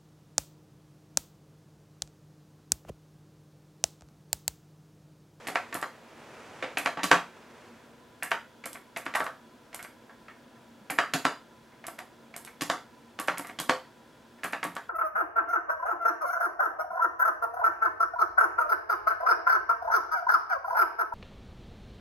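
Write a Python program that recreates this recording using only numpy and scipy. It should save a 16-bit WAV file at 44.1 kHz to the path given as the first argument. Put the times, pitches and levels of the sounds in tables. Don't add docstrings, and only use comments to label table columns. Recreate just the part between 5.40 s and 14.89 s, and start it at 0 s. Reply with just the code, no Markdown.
import sys
import numpy as np
from scipy import signal
from scipy.fft import rfft, irfft
from scipy.io import wavfile
from scipy.ndimage import uniform_filter1d

SR = 44100
rng = np.random.default_rng(int(sys.argv[2]) if len(sys.argv) > 2 else 0)


def to_wav(sig):
    pcm = np.clip(np.atleast_2d(sig), -1, 1) * 32767
    pcm = np.round(pcm).astype(np.int16)
    wavfile.write(sys.argv[1], SR, pcm.T)


N = 418509

SIZE = 16384
HZ, AGE = np.fft.rfftfreq(SIZE, 1 / SR), np.arange(SIZE) / SR
FADE = signal.windows.tukey(2 * SIZE, .3)[SIZE:]


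def amp(db):
    return 10 ** (np.asarray(db) / 20)


def evened(x):
    return x / np.sqrt(np.mean(x ** 2) + 1e-20)


def unit(x):
    return x / np.linalg.norm(x, axis=-1, keepdims=True)


def read(points, hz):
    f, value = np.transpose(points)
    return np.interp(np.log(hz + 1), np.log(f + 1), value)


def lift(modes, hz):
    total_db = 0
    for f, width, db in modes:
        detuning = 2 * (hz - f) / width
        total_db = total_db + 10 * np.log10(1 + (amp(db) ** 2 - 1) / (1 + detuning ** 2))
    return total_db


def add(mix, s, sound):
    start = max(round(s * SR), 0)
    part = mix[:, start:][:, :sound.shape[1]]
    part += sound[:, :part.shape[1]]


def noise(colour_db, width):
    hz = np.fft.rfftfreq(N, 1 / SR)
    mid, side = rfft(rng.standard_normal((2, N))) * amp(colour_db(hz))
    side = side * amp(read(width, hz))
    pair = irfft(np.array([mid, side]), N)
    return pair / pair[0].std()


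# (frequency [Hz], relative level per Hz [dB])
AIR_COLOUR = [(15, -63), (25, -25.5), (127, -9), (195, -11.5), (236, -5), (363, -9.5), (427, -15),
              (463, -8.5), (734, -16), (988, -15.5), (1100, -25), (1370, -17.5), (2160, -26), (3340, -25.5),
              (16000, -40.5)]
# (frequency [Hz], width [Hz], lift [dB])
FAN_TONES = [(142, 10, 2.2), (231, 4.6, 10.4), (358.5, 10, 4.2), (654, 19, 3.1), (1007, 57, 9.4),
             (1380, 46, 4.2), (1670, 87, 5.4), (3390, 29, 9)]
# (frequency [Hz], side level [dB])
AIR_WIDTH = [(60, -18), (110, -12.5), (200, -17), (380, -10.5), (700, -9), (1290, -14.5), (2380, -5),
             (4400, -12), (8120, -13), (15000, -24.5)]
AIR_DB = -56


def fan():
    return amp(AIR_DB) * noise(lambda hz: read(AIR_COLOUR, hz) + lift(FAN_TONES, hz), AIR_WIDTH)


# (time [s], level [dB])
SLEEVE_SLIDE = [(0, -48), (.6, -56.5), (.9, -49.5), (1.3, -48), (1.6, -57.5), (2.25, -54), (2.7, -65.5)]
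# (frequency [Hz], relative level per Hz [dB])
CLOTH_COLOUR = [(40, -25), (120, -2), (220, -1), (480, 5), (800, 0), (1300, -0.5), (2500, -6), (4000, -16),
                (7000, -18.5), (11000, -29.5), (16000, -46)]
# (frequency [Hz], side level [dB])
ROOM_WIDTH = [(200, -25), (1000, -19.5), (2500, -15.5), (5000, -10), (12000, -7)]


def sleeve(catch_db=0.75):
    slide_db = np.interp(np.arange(N) / SR, *np.transpose(SLEEVE_SLIDE))
    catches = evened(uniform_filter1d(rng.standard_normal(N), size=900))
    return amp(slide_db + catch_db * catches) * noise(lambda hz: read(CLOTH_COLOUR, hz), ROOM_WIDTH)


def causal(db):
    log_gain = np.log(amp(np.r_[db, db[-2:0:-1]]))
    return np.exp(np.conj(signal.hilbert(log_gain)))[:len(db)]


# (frequency [Hz], time to fall 60 dB [s])
ROOM_DECAY = [(120, 0.24), (300, 0.24), (1200, 0.26), (4000, 0.3), (9000, 0.24), (15000, 0.34)]


def room_tails(rise_s=0.0035, clump_db=0.9):
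    hz, t, z = signal.stft(rng.standard_normal((2, SIZE)), SR, nperseg=256)
    decay = amp(-60 * t / read(ROOM_DECAY, hz)[:, None])
    tails = signal.istft(z * decay, SR, nperseg=256)[1][:, :SIZE]
    clumps = amp(clump_db * evened(uniform_filter1d(rng.standard_normal(SIZE), size=80)))
    build_up = 1 - np.exp(-(AGE / rise_s) ** 2)
    return unit(tails * clumps * build_up)


def strike(colour_db, rattle_s, onset_s, room_db, echo_db, echo_s=.009, late_echo_s=.0148):
    contact = (1 - np.exp(-AGE / onset_s)) * np.exp(-(AGE / rattle_s) ** 4)
    chatter = rfft(unit(rng.standard_normal(SIZE) * contact))
    chatter *= causal(-10 * np.log10(uniform_filter1d(abs(chatter) ** 2, size=300) + 1e-9))
    early = np.exp(-2j * np.pi * HZ * echo_s)
    late = np.exp(-2j * np.pi * HZ * late_echo_s)
    echoes = amp(echo_db) * (early + 1.3 * late)
    tail, side = amp(room_db) * rfft(room_tails())
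    mid = chatter * (1 + echoes) + tail
    humps_db = 10 * np.log10(uniform_filter1d(abs(mid) ** 2, size=110) + 1e-9)
    side = amp(read(ROOM_WIDTH, HZ)) * (side + chatter * echoes)
    return FADE * irfft(np.array([mid, side]) * causal(colour_db - humps_db))


def small_parts(count=10):
    pitches_hz = np.geomspace(2900, 12500, count) * rng.uniform(.93, 1.07, count)
    ring_db = lift([(hz, 170, 6) for hz in pitches_hz], HZ)
    return ring_db - read([(2000, 0.41), (3000, 2.82)], HZ)


# (frequency [Hz], relative level [dB])
KNOCK_COLOUR = [(50, -32.5), (130, -17), (210, -14.5), (300, -5), (400, -13.5), (700, -3.5), (1200, -8.5),
                (1800, -3.5), (2600, -14.5), (3500, -17), (5500, -24), (7500, -26.5), (12500, -39.5),
                (15500, -52.5)]
# (frequency [Hz], width [Hz], lift [dB])
CASE_MODES = [(145, 12, 6), (175.9, 7.9, 14), (279, 47, 8), (411, 15, 9), (517, 8.1, 6.5), (695, 57, 2.5),
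              (925, 17, 7), (1146, 62, 8.5), (1286, 6.8, 5.5), (1348, 24, 8), (1480, 24, 3.5),
              (1560, 16, 5.5), (1680, 43, 2.5), (2040, 47, -2), (2533, 430, 6), (4840, 39, 6.5),
              (6760, 290, 3)]
# (frequency [Hz], share)
HARD_SHARE = [(1800, 0), (3300, 0.65), (8000, 1)]
# (frequency [Hz], share)
THUMP_SHARE = [(300, 0.97), (560, 0.14), (950, 0.074)]
RING_Q = 10.2
BITE_HZ, BITE_WIDTH_HZ = 2460, 860
TICK_HZ, TICK_WIDTH_HZ, TICK_DB, FIRM_DB = 2200, 230, 5.5, 9


def knock_colour(contact, db, hard_db, bite_db, thump_db, plate_hz, cap_hz, plate_db, cap_db):
    body_db = db + read(KNOCK_COLOUR, HZ) + lift(CASE_MODES, HZ)
    touch_db = read(contact, HZ) + hard_db * read(HARD_SHARE, HZ) + thump_db * read(THUMP_SHARE, HZ)
    tick_db = TICK_DB * np.clip(1 - db / FIRM_DB, 0, 1)
    rings = [(plate_hz, plate_hz / RING_Q, plate_db),
             (cap_hz, cap_hz / RING_Q, cap_db),
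             (BITE_HZ, BITE_WIDTH_HZ, bite_db),
             (TICK_HZ, TICK_WIDTH_HZ, tick_db)]
    return body_db + touch_db + lift(rings, HZ) + small_parts()


# (frequency [Hz], relative room level [dB])
ROOM_WETNESS = [(300, 0.5), (1200, 2.5), (2600, -4), (8000, 2.5)]


def knock(colour_db, rattle_s, room_db):
    wet_db = room_db + read(ROOM_WETNESS, HZ)
    return strike(colour_db, rattle_s, onset_s=0.00079, room_db=wet_db, echo_db=-13.0)


# (frequency [Hz], relative level [dB])
SNAP_COLOUR = [(500, -9.5), (4000, -10), (6000, -8.5), (8000, -1), (10000, -1.5), (12200, -1),
               (14000, -13.5), (16000, -29.5)]


def snap(db, bright_db):
    octaves = np.log2(np.clip(HZ, 3000, 13000) / 9000)
    colour_db = db + read(SNAP_COLOUR, HZ) + bright_db * octaves
    return strike(colour_db + small_parts(), rattle_s=0.0026, onset_s=0.00058, room_db=-2.5, echo_db=-11.5)


# (landing time [s], relative landing level [dB], hardness [dB], bite [dB],
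# snap delay after landing [s], snap level [dB], bottom delay after landing [s],
# relative bottom level [dB], bottom's desk thump [dB], plate ring [Hz], keycap ring [Hz])
KEY_PRESSES = [(.070, 4, 6, 1.5, 0.0055, -6.5, .014, 6.5, 10.5, 750, 1930),
               (0.3258, 5.5, -2, 0.5, 0.017, -1.5, 0.024, 9, 8, 1160, 1800),
               (1.3711, 15, 0, 3.5, .0118, -1.5, 0.025, 1, 9, 746, 2540),
               (1.632, 11.5, 10.5, -4.5, .0074, -1, 0.0079, 13, 8.5, 1150, 2410),
               (2.8244, 7, -5, 8.5, 0.0071, -1, 0.013, -3, -1, 725, 1720),
               (3.2386, -1.5, -1, 1, 0.018, -3, 0.021, 2.5, 4, 545, 2230),
               (3.5618, 2.5, 3.5, 3.5, .011, -7.5, 0.0052, 5, 2, 684, 2000),
               (3.738, 5.5, -1.5, 3, 0.019, -2.5, .012, 16.5, -20, 1160, 1890),
               (4.3285, -8, 2.5, -2, 0.017, -4.5, 0.014, -0.5, -2, 664, 2170),
               (5.4988, 11.5, -5, 0.5, .0052, -.5, 0.0083, 4, 13.5, 780, 2350),
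               (5.7358, 15, 9, -1.5, 0.0026, -3, 0.0077, 7.5, 17, 710, 1500),
               (6.44, 0, -9, 1.5, .027, -4.5, 0.041, 2, 7, 670, 1140),
               (6.9398, -3.5, -3, 0, .0236, -5, 0.022, -4, 4, 696, 2250),
               (7.209, 4.5, 14.5, -0.5, 0.01, -2.5, 0.0093, 4.5, 19, 1120, 1880),
               (7.7882, 10, -3, -5, .010, -2.5, 0.0089, 5, 9, 1150, 2780),
               (7.973, 2.5, 1, -2, 0.0084, -1.5, 0.021, 4.5, 10, 970, 2180),
               (8.1876, 5.5, 9.5, -5, .012, 0, 0.011, 6.5, 9, 1100, 3330),
               (9.033, 6, -1, 5, 0.0088, -4.5, 0.013, 9, 5, 1290, 1700),
               (9.229, 14.5, -6.5, -2.5, .011, -5.5, 0.02, 8.5, 11, 1110, 2190)]
# (frequency [Hz], lift [dB])
LANDING_TILT = [(300, -2.5), (560, 0.5), (950, -2.5), (1800, 1.5), (3300, 4.5), (8000, 7)]
# (frequency [Hz], lift [dB])
BOTTOMING_TILT = [(300, -2), (560, 4.5), (950, 3), (1800, -0.5), (3300, -0.5), (8000, 2)]
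USUAL_TRAVEL_S, SNAP_BRIGHTEN_DB = 0.021, 1.5


def presses(landing_db=-2.5, bottoming_db=-2.5, landing_thump=.65):
    out = np.zeros((2, N))
    for s, db, hard, bite, snap_s, snap_db, bottom_s, bottom_db, thump, plate_hz, cap_hz in KEY_PRESSES:
        landing = knock_colour(LANDING_TILT, db, hard, bite, landing_thump * hard, plate_hz, cap_hz,
                               plate_db=7.5, cap_db=7.5)
        bottom = knock_colour(BOTTOMING_TILT, bottom_db, hard, bite, thump, plate_hz, cap_hz,
                              plate_db=6.5, cap_db=4)
        bright_db = SNAP_BRIGHTEN_DB * np.log2(USUAL_TRAVEL_S / max(snap_s, .002))
        add(out, s, knock(landing_db + landing, rattle_s=0.0048, room_db=0.0))
        add(out, s + snap_s, snap(snap_db, bright_db))
        add(out, s + bottom_s, knock(bottoming_db + bottom, rattle_s=0.0049, room_db=-1.5))
    return out


# (knock time [s], relative strength [dB], hardness [dB], bite [dB],
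# reset lead before the knock [s], reset level [dB], desk thump [dB], plate ring [Hz], keycap ring [Hz])
KEY_RELEASES = [(0.1552, 20, -2, 3, 0.0059, -18, -10.5, 720, 2120),
                (0.4261, 14.5, -2, -6, 0.012, -11.5, -7.5, 1190, 1900),
                (1.4589, 21.5, 1.5, 0, 0.012, -15, -8.5, 670, 2330),
                (1.7135, 30.5, 2.5, 0.5, 0.0017, -12, -1.5, 1030, 1550),
                (2.915, 20.5, -2, 3, .007, -13, -10, 1470, 2820),
                (3.3543, -2, -4, 3.5, 0.024, -9.5, -2, 1060, 2220),
                (3.6631, 8, 0.5, 6, .009, -19, 3, 1120, 1480),
                (3.753, 20.5, -3, 0, 0.0043, -14, -27, 1210, 1920),
                (3.803, 19, -10, -4, 0.0053, -11, -7.5, 656, 1230),
                (3.864, 12, -5, -4, .022, -13.5, -8, 1140, 1280),
                (4.447, -2.5, 0, -1, 0.02, -10.5, -5, 1470, 2230),
                (5.5862, 24, 0, 2.5, 0.0054, -18, -8, 1260, 1760),
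                (5.851, 22.5, 3.5, -1.5, 0.0035, -15, 1.5, 1030, 1360),
                (6.5891, 4.5, 2.5, 0, .001, -14.5, -10, 745, 1950),
                (7.0746, -4, 1, 2.5, .026, -11, -18, 1470, 2200),
                (7.2989, 20.5, 5, -10, 0.0022, -15, -2, 700, 1160),
                (7.8821, 20.5, -2.5, 2.5, 0.0068, -10.5, -5, 610, 1400),
                (8.096, -0.5, 1, 0, 0.026, -14, 3.5, 730, 2110),
                (8.2944, 24, 2.5, -1, 0.0023, -15, -0.5, 506, 1090),
                (9.1316, 13, -2.5, 5, 0.0073, -14.5, -3.5, 780, 1680),
                (9.365, 10.5, -2, -4, 0.013, -15, -7, 1120, 1520)]
# (frequency [Hz], lift [dB])
REBOUND_TILT = [(300, -1), (390, -0.5), (500, 2), (680, 0), (950, 0), (1800, -0.5), (3300, -1.5),
                (8000, -0.5)]
RESET_BRIGHT_DB = -2.5
SCUFF_LEAD_S, SCUFF_DB, SCUFF_GROWTH = 0.0046, -8, 0.45


def releases(level_db=-1.0):
    out = np.zeros((2, N))
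    for s, db, hard, bite, reset_s, reset_db, thump, plate_hz, cap_hz in KEY_RELEASES:
        colour_db = level_db + knock_colour(REBOUND_TILT, db, hard, bite, thump, plate_hz, cap_hz,
                                            plate_db=5.5, cap_db=5)
        scuff_db = colour_db + SCUFF_DB - (1 - SCUFF_GROWTH) * db
        add(out, s - reset_s, snap(reset_db, RESET_BRIGHT_DB))
        add(out, s - SCUFF_LEAD_S, knock(scuff_db, rattle_s=0.0036, room_db=-1.0))
        add(out, s, knock(colour_db, rattle_s=0.0044, room_db=-2.0))
    return out


# (time [s], level [dB], pitch [Hz])
SOFT_BUMPS = [(1.09, -51, 115), (1.15, -56, 149), (1.645, -37, 185), (4.809, -58, 218), (5.06, -51.5, 231),
              (5.411, -49, 212), (5.744, -33, 172), (8.204, -41, 170)]


def bumps(swell_s=0.0079):
    out = np.zeros((2, N))
    swell = AGE / swell_s * np.exp(1 - AGE / swell_s)
    for s, db, hz in SOFT_BUMPS:
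        thud = amp(db) * swell * np.sin(2 * np.pi * hz * AGE)
        add(out, s, np.array([thud, 0 * thud]))
    return out


# (time [s], relative strength [dB], hardness [dB],
# bite [dB], desk thump [dB], plate ring [Hz], keycap ring [Hz])
FINGER_TAPS = [(1.2247, 14.5, 2.5, -2.5, -0.5, 494, 2290), (1.5715, 9.5, 1.5, -3, 5, 850, 1180),
               (1.592, 6.5, -1, 2, -1, 960, 1860), (4.392, -1.5, 4, -1, -3, 1460, 2150),
               (4.694, -7, -8, -9, -1, 1000, 1660), (4.8815, -4.5, 5, 1.5, -12, 1280, 1820),
               (5.158, -17, -5, -1, -5, 700, 1750), (6.321, -17, -3, -3, -5, 1000, 2080),
               (8.046, -1, 0, -0.5, -1, 1200, 1950), (8.986, -17, 5, 2, -5, 1000, 1750)]
# (frequency [Hz], lift [dB])
TAPPING_TILT = [(300, -2.5), (560, 3.5), (950, -2.5), (1800, -1.5), (3300, -1), (8000, -7.5)]


def taps(level_db=-2.0):
    out = np.zeros((2, N))
    for s, db, hard, bite, thump, plate_hz, cap_hz in FINGER_TAPS:
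        colour_db = knock_colour(TAPPING_TILT, db, hard, bite, thump, plate_hz, cap_hz,
                                 plate_db=11.0, cap_db=9.0)
        add(out, s, knock(level_db + colour_db, rattle_s=.0045, room_db=4))
    return out


# (frequency [Hz], left minus right [dB])
STEREO_LEAN = [(300, 0), (1400, -.8), (2800, -1), (5000, -2.6), (13000, -2.3)]


def scene():
    air, air_side = fan()
    mid, side = sleeve() + presses() + releases() + bumps() + taps()
    hz = np.fft.rfftfreq(N, 1 / SR)
    lag = read([(300, -0.16), (2000, -0.058), (5000, -0.19), (12000, -0.28)], hz)
    lean = amp(read(STEREO_LEAN, hz) / 2) * np.exp(.5j * lag)
    left = rfft(mid + side) * lean
    right = rfft(mid - side) / lean
    near = irfft(np.array([left, right]), N)
    return near + np.array([air + air_side, air - air_side])


EDGE_HZ = 16100


def record(dry):
    rounded = dry / (1 + (dry / .85) ** 4) ** .25
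    low_pass = signal.firwin(511, EDGE_HZ, window=("kaiser", 9), fs=SR)
    return signal.oaconvolve(rounded, low_pass[None], "same", axes=1)


dry = scene()
out = record(dry)
to_wav(out)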